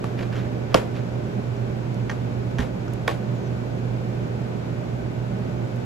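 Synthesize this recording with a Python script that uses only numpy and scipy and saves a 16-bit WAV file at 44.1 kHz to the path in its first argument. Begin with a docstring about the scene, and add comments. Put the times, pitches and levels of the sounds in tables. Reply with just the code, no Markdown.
"""Fan air and a wavering mains buzz fill a small room throughout, as filtered noise and four sines.
First a plastic tip box knocks and is slid: damped modes under noise cracks, then hiss broken by slips.
Its lid snaps open with a sagging low thud, and a pipette is pressed twice into the rack of tips.
The lid falls shut and a swung tip whistles faintly, a falling tone blurred by noise.
Small ticks of tuned noise lie between, and the walls answer each knock with brief, dense echoes."""
import sys
import numpy as np
from scipy import signal
from scipy.fft import rfft, irfft
from scipy.io import wavfile

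SR = 44100
rng = np.random.default_rng(int(sys.argv[2]) if len(sys.argv) > 2 else 0)


def digitize_waveform(pressure):
    """Quantize a signal to 16-bit integers and store it at the path in sys.argv[1].

    Rows of a 2-D input are taken as channels; values are limited to [-1, 1].
    """
    field = np.atleast_2d(pressure).T
    bounded = np.clip(field, -1, 1)
    quanta = np.round(bounded * 32767).astype(np.int16)
    wavfile.write(sys.argv[1], SR, quanta)


N = 257984

# how alike the noise is in the two microphone ports: [f/Hz, likeness 0-1]
PORT_LIKENESS = [(30, .75), (120, .92), (300, .72), (550, .35), (1500, .2), (6500, .15), (7500, .45),
                 (8600, .995), (16000, .995)]


def gain_of(db):
    """Decibels to an amplitude factor."""
    return 10 ** (np.asarray(db) / 20)


def evened(x):
    """Scales to rms 1."""
    return x / np.sqrt(np.mean(x ** 2) + 1e-20)


def read(points, hz):
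    """Reads a table on a log-frequency axis."""
    f, value = np.transpose(points)
    return np.interp(np.log(hz + 1), np.log(f + 1), value)


def add(mix, s, sound, pan_db):
    """Lays a sound into both channels at time s, with pan_db as left minus right."""
    part = mix[:, round(s * SR):][:, :sound.shape[-1]]
    part += gain_of([[pan_db / 2], [-pan_db / 2]]) * sound[..., :part.shape[1]]


def coloured(db_of_hz, count):
    """Noise of rms 1 with the given spectrum."""
    hz = np.fft.rfftfreq(count, 1 / SR)
    return evened(irfft(rfft(rng.standard_normal(count)) * gain_of(db_of_hz(hz)), count))


def wander(top_hz):
    """Slow random drift of rms 1."""
    return coloured(lambda hz: -40 * np.log10(1 + (hz / top_hz) ** 2), N)


def lowpassed_noise(corner_hz, count):
    """Noise of rms 1 that thins out gently above the corner."""
    return coloured(lambda hz: -20 * np.log10(1 + (hz / corner_hz) ** 2), count)


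def partly_alike(one, other, likeness):
    """Two spectra of equal power that share as much as the likeness says."""
    return np.array([one, likeness * one + np.sqrt(1 - likeness ** 2) * other])


def ports(x, is_near):
    """Balance and phase between the two ports by frequency; near sounds keep their own balance."""
    # balance of the room air: [f/Hz, left minus right/dB]
    air_balance = [(30, -12.5), (120, -6.5), (250, -1.5), (550, -5), (1100, -0.5), (1700, 1), (6500, 1),
                   (8500, 0.5), (16000, -0.5)]
    # phase turn between left and right, flat below 6.5 kHz, stepping through the treble: [f/Hz, turn/rad]
    treble_turn = [(0, 0), (6500, 0), (8700, -3.05), (10100, -3.25), (11000, -6.2), (13000, -6.35),
                   (13900, -9.35), (16000, -9.5)]
    # lead of the right port for the low ring of things on the table: [f/Hz, lead/rad]
    near_lead = [(0, 0), (250, 1.5), (850, 1.7), (1300, .2), (6500, 0)]
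    # lead of the right port for the distant fans: [f/Hz, lead/rad]
    fan_lead = [(0, 0), (950, 3), (5000, 3), (6500, 0)]
    hz = np.fft.rfftfreq(x.shape[1], 1 / SR)
    tilt = gain_of(read(air_balance, hz) / 2 * (1 - is_near))
    turn = np.interp(hz, *np.transpose(treble_turn))
    turn += np.interp(hz, *np.transpose(near_lead if is_near else fan_lead))
    return irfft(rfft(x) * [tilt, np.exp(1j * turn) / tilt], x.shape[1])


def air():
    """Fan noise with duct resonances, partly alike in both ports, and a mains buzz that wavers a little."""
    # colour of the fan air: [f/Hz, relative level/dB]
    air_colour = [(15, -64), (25, -44), (49, -11.5), (91, -8), (105, -4.5), (123, 2), (148, -4),
                  (400, -9.5), (670, -14), (1100, -22.5), (2000, -30), (3500, -35.5), (5000, -40),
                  (8200, -46), (10000, -51), (13000, -56.5), (16000, -57)]
    # resonances that stand out of the air: [f/Hz, width/Hz, lift/dB]
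    duct_modes = [(62, 22, -0.5), (189.2, 46.4, 4.5), (212.3, 11, 3), (401.7, 15.3, 6.5), (517, 8.3, 5),
                  (600, 13.4, 5.5), (1500, 79, 6.5), (2360, 620, 3)]
    # buzz at 1, 2, 4 and 6 times the mains rate, ahead of the port balance: [level/dB rms]
    hum_levels = [-50.5, -31, -45.5, -46]
    air_db, mains_hz = -29.5, 60.0
    hz = np.fft.rfftfreq(N, 1 / SR)
    shape_db = read(air_colour, hz)
    for f, width, lift_db in duct_modes:
        shape_db += lift_db / (1 + (2 * (hz - f) / width) ** 2)
    one, other = rfft(rng.standard_normal((2, N)))
    noise = irfft(partly_alike(one, other, read(PORT_LIKENESS, hz)) * gain_of(shape_db), N)
    noise = gain_of(air_db + 0.2 * wander(top_hz=2.3)) * evened(noise)
    turns = mains_hz * np.arange(N) / SR
    hum = np.zeros(N)
    for k, db in enumerate(hum_levels):
        multiple = 2 * k or 1
        hum += gain_of(db) * np.sqrt(2) * np.sin(2 * np.pi * (multiple * turns + rng.random()))
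    return ports(noise + gain_of(0.2 * wander(top_hz=7.9)) * hum, is_near=False)


def walls(colour_db):
    """Dense echoes of one blow, duller than the blow: they build up, and each band dies at its own speed."""
    # decay of the room: [f/Hz, t60/s]
    wall_decay = [(200, 0.4), (700, 0.32), (2000, 0.24), (6000, 0.22), (14000, 0.28)]
    hz, t, z = signal.stft(rng.standard_normal((2, SR // 2)), SR, nperseg=256)
    dull_db = -3.6 * np.log2(1 + hz / 1500)
    fade_db = -60 * t / read(wall_decay, hz)[:, None]
    one, other = z * gain_of((colour_db(hz) + dull_db)[:, None] + fade_db)
    likeness = np.maximum(read(PORT_LIKENESS, hz), .45)[:, None]
    tail = signal.istft(partly_alike(one, other, likeness), SR, nperseg=256)[1]
    s = np.arange(tail.shape[1]) / SR
    build = 1 - np.exp(-(s / .01) ** 2)
    # early echoes arrive in lumps, later ones blend
    lumps_db = 2.2 * np.exp(-s / .08) * lowpassed_noise(200, len(s))
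    loudness = np.abs(tail[:, :SR // 20]).mean()  # of the first 50 ms
    return build * gain_of(lumps_db) * tail / loudness


def knocks():
    """Each contact rings damped modes under a noise crack and rebounds; the walls scatter its crack."""
    # modes of the lid: [f/Hz, level/dB, t60/s]
    lid_modes = [(165, -2.5, .08), (303, 3.5, 0.075), (418, -.5, 0.06), (515, 3.5, 0.09), (650, 4.5, .045),
                 (750, .5, 0.06), (908, 1.5, 0.07), (1035, -2, .04), (1210, .5, .025), (1325, .5, 0.03),
                 (1460, -.5, .03), (1700, -2, 0.02), (2570, 4, .009), (2930, 4, .008), (3360, 0, 0.012),
                 (5370, 0, 0.006)]
    # modes of the box: [f/Hz, level/dB, t60/s]
    box_modes = [(460, 3.5, 0.05), (600, 2.5, 0.045), (775, 3.5, 0.035), (915, -2, 0.038), (1040, 0, .03),
                 (1125, 7, 0.038), (1450, 2, 0.022), (1800, 4.5, 0.022), (2100, -3, .018), (2280, 2, 0.018),
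                 (2700, -4, .012), (3120, -2, .011), (3400, -2, .011), (3800, -3, .01)]
    # modes of the rack of tips: [f/Hz, level/dB, t60/s]
    rack_modes = [(590, -3, .025), (840, 1.5, 0.025), (1000, 0, .02), (1130, -0.5, .02), (1450, 1, 0.02),
                  (1600, 2.5, .022), (1850, 3.5, 0.026), (2300, -1, 0.012), (3200, -4, .013),
                  (4530, -10, .009), (6050, -9, 0.01)]
    # snap of plastic: [f/Hz, relative level/dB per Hz]
    crack_colour = [(150, -19), (500, 1), (1500, -6.5), (3000, -8), (6000, -14.5), (9000, -14.5),
                    (12000, -21.5), (16000, -34)]
    # contacts; a part first catches and then seats a few ms later:
    # [what, t/s, ring level/dB, ring brightness/dB per octave, crack level/dB, echo level/dB,
    #  left minus right/dB, share of the free ring time that the holding hand leaves]
    contacts = [("box", .0414, -25.5, -2.5, -30, -44, .85, .45), ("lid", .7408, -32, -3, -40, -50, -3, .3),
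                ("lid", .7436, -19.5, 2.5, -7, -25.5, 4, .7), ("lid", .7452, -14, -2.2, -16, -33, -5, .9),
                ("lid", .7487, -26, .5, -19, -38, .1, .8), ("lid", .778, -30, -2.5, -36, -48, -3, .4),
                ("rack", 2.096, -27, -1.5, -35, -44, -7, .95), ("rack", 2.1003, -35, 3.5, -30, -42, 5, .95),
                ("rack", 2.1135, -37, 1.5, -39, -50, .1, .95), ("rack", 2.585, -26.5, -1, -26, -38, -5, .7),
                ("rack", 2.5905, -29, .5, -28, -39, -3, .7), ("rack", 2.5965, -32, -3, -38, -46, -3, .8),
                ("rack", 2.604, -33, 2.5, -32, -42, -1.5, .7), ("rack", 2.609, -36, .1, -35, -41, -1.5, .7),
                ("rack", 2.6305, -39, .5, -39, -46, -1.5, .6),
                ("box", 3.0768, -30, 1.5, -23, -40, -2.2, .8),
                ("box", 3.0789, -20.5, .1, -16.5, -32, -4.4, .95),
                ("box", 3.0915, -30, -3, -36, -46, -3, .6), ("box", 3.1005, -30, -3, -36, -46, -3, .6),
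                ("box", 3.1105, -35, -.5, -37, -48, -3, .6)]
    # modes, crack tilt in dB per octave, gap between rebounds in s, cycles in which a mode swings up
    struck = {"lid": (lid_modes, -.7, .004, .8),
              "box": (box_modes, -.44, .0065, .3),
              "rack": (rack_modes, -1.1, .0085, .3)}
    crack_t60_s = .015  # in a part that rings freely
    chatter, chatter_hz = .32, 180  # loose parts shake each mode's ring: rms depth, noise corner
    rebounds, rebound_fade_db = 2, -2.5  # after every contact; fade from one rebound to the next
    rebound_ring_db, rebound_crack_db = -14, -22  # first rebound below the contact
    out, t = np.zeros((2, N)), np.arange(8192) / SR
    rise = 1 - np.exp(-t / .0005)

    for what, s, ring_db, bright_db, crack_db, echo_db, pan_db, free in contacts:
        modes, tilt_db, gap, cycles = struck[what]
        hz, db, t60 = np.transpose(modes)[:, :, None]
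        side = (-1.) ** np.arange(len(modes))[:, None]  # neighbouring modes start in opposite directions
        shake = 1 + chatter * np.array([lowpassed_noise(chatter_hz, len(t)) for _ in modes])
        level_db = ring_db + db + bright_db * np.log2(hz / 1000) - 60 * t / (free * t60)
        swing_up = 1 - np.exp(-t * hz / cycles)
        ring = (swing_up * side * shake * gain_of(level_db) * np.sin(2 * np.pi * hz * t)).sum(0)

        def colour_db(f):
            """Plastic snap tilted for the part that is struck."""
            return read(crack_colour, f) + tilt_db * np.log2((f + 1) / 1000)

        def crack():
            """A fresh noise burst, mostly alike left and right; the hand damps it less than the ring."""
            fade = gain_of(crack_db - 60 * t / (np.sqrt(free) * crack_t60_s))
            middle = coloured(colour_db, len(t))
            sides = .3 * np.array([[1], [-1]]) * coloured(colour_db, len(t))
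            return rise * fade * (middle + sides)

        add(out, s, ring, pan_db)
        add(out, s, crack(), .3 * pan_db)
        add(out, s, gain_of(echo_db) * walls(colour_db), pan_db=1)
        for k in range(rebounds):
            again = gain_of(rebound_ring_db) * ring + gain_of(rebound_crack_db) * crack()
            rebound_s = s + gap * (k + rng.uniform(.85, 1.15))
            add(out, rebound_s, gain_of(k * rebound_fade_db) * again, .3 * pan_db)
    return out


def ticks():
    """Brief puffs of noise around one pitch; higher ones die sooner."""
    # small ticks: [t/s, level/dB, centre f/Hz, distance at which it is 10 dB down/octaves,
    #  left minus right/dB]
    tick_rows = [(.0415, -38, 6500, 1.1, .1), (.9535, -42, 2200, 1.5, -1), (1.565, -47, 5500, .6, .1),
                 (1.943, -43, 4970, 1.2, .1), (2.51, -46, 4000, 1.2, -2.2), (2.88, -43, 5570, .3, 2.2),
                 (2.88, -36, 1340, .2, -3), (2.9347, -35.5, 6000, 1.9, 6), (5.76, -49, 8000, 1.1, -9)]
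    fall_s, shortens = .015, .6  # time to fall 20 dB at 1 kHz; power by which it shortens with pitch
    out, t = np.zeros((2, N)), np.arange(2048) / SR
    for s, db, hz, octaves, pan_db in tick_rows:
        puff = coloured(lambda f: -10 * (np.log2((f + 1) / hz) / octaves) ** 2, len(t))
        length = fall_s * (1000 / hz) ** shortens
        rise = 1 - np.exp(-t / 0.00065)
        add(out, s, gain_of(db - 20 * t / length) * rise * puff, pan_db)
    return out


def rubs():
    """Friction: a hiss broken by uneven slips; each stroke starts quickly, holds and lets go."""
    # plastic rubbing on plastic, one row a stroke:
    # [start t/s, time from start to release/s, level/dB, brightness/dB per octave]
    strokes = [(.172, .045, -32, .8), (.312, .088, -35, .6), (.435, .025, -42, .1), (.695, .05, -35.5, -.5),
               (.884, .015, -43, .1), (.945, .028, -41, 2.5)]
    # colour of the hiss: [f/Hz, relative level/dB per Hz]
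    rub_colour = [(300, 5.5), (800, -10), (1800, -8.5), (3000, -15.5), (6000, -29.5), (9000, -36),
                  (14000, -45)]
    attack_s, release_db_per_s = .02, -260
    slips_per_s, slip_spread_db, slip_share = 700, 3, .55  # stick-slip jerks in a stroke
    out, t = np.zeros((2, N)), np.arange(SR // 4) / SR
    slip_decay = np.exp(-1 / (.0012 * SR))  # each jerk dies with a time constant of 1.2 ms
    for s, hold, db, bright_db in strokes:
        slip_gain = gain_of(slip_spread_db * np.minimum(rng.exponential(1, len(t)), 3))
        slips = slip_gain * (rng.random(len(t)) < slips_per_s / SR)
        jerks = evened(signal.lfilter([1], [1, -slip_decay], slips))
        grip = 1 - slip_share + slip_share * jerks
        hz = np.fft.rfftfreq(len(t), 1 / SR)
        colour = gain_of(read(rub_colour, hz) + bright_db * np.log2((hz + 1) / 1000))
        rub = evened(irfft(rfft(grip * rng.standard_normal(len(t))) * colour, len(t)))
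        stroke_db = db + release_db_per_s * np.maximum(t - hold, 0)
        add(out, s, np.minimum(t / attack_s, 1) * gain_of(stroke_db) * rub, pan_db=-2.5)
    return out


def thuds():
    """The table top: a low, damped swing that starts softly, downwards, and sinks in pitch."""
    # thuds: [t/s, level/dB]
    thud_rows = [(.758, -27), (2.5946, -18)]
    # the stiff top answers first: [f/Hz, level/dB, t60/s]
    top_modes = [(180, -3, .07), (240, -1.5, .1)]
    start_hz, end_hz, settle_s, t60_s = 100, 56, .012, .19  # the pitch sags as the top gives way
    out, t = np.zeros((2, N)), np.arange(SR // 2) / SR
    hz = end_hz + (start_hz - end_hz) * np.exp(-t / settle_s)
    swing = -(1 - np.exp(-t / .001)) * np.sin(2 * np.pi * np.cumsum(hz) / SR)
    knock = np.zeros(len(t))
    for f, db, mode_t60 in top_modes:
        knock -= gain_of(db - 60 * t / mode_t60) * np.sin(2 * np.pi * f * t)
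    thud = gain_of(-60 * t / t60_s) * swing + knock
    for s, db in thud_rows:
        add(out, s, gain_of(db) * thud, pan_db=-6.5)
    return out


def whistle():
    """The long tip swung through the air: a thin tone that sinks and settles, blurred by turbulence."""
    at_s, length_s, level_db, dip_db = 3.315, .19, -59, -7  # it weakens midway
    start_hz, end_hz, settle_s = 7800, 5600, .09
    out, t = np.zeros((2, N)), np.arange(0, length_s, 1 / SR)
    hz = end_hz + (start_hz - end_hz) * np.exp(-t / settle_s)
    flutter = lowpassed_noise(160, len(t))
    tone = np.sin(2 * np.pi * np.cumsum(hz) / SR) * signal.windows.tukey(len(t), .4)
    gain = gain_of(level_db + dip_db * np.sin(np.pi * t / length_s) ** 4)
    add(out, at_s, gain * flutter * tone, pan_db=2.5)
    return out


def scene():
    """The room, and hands on the table with their echoes; the thuds skip the phase turns."""
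    near = knocks() + ticks() + rubs() + whistle()
    return air() + ports(near, is_near=True) + thuds()


def record(dry):
    """The loudest peaks are rounded off, then a steep low-pass limits the band."""
    edge_hz = 15840
    rounded = dry / (1 + np.abs(dry / .97) ** 6) ** (1 / 6)
    band_limit = signal.firwin(2047, edge_hz, window=("kaiser", 10), fs=SR)
    return signal.oaconvolve(rounded, band_limit[None], "same")


dry = scene()
out = record(dry)
digitize_waveform(out)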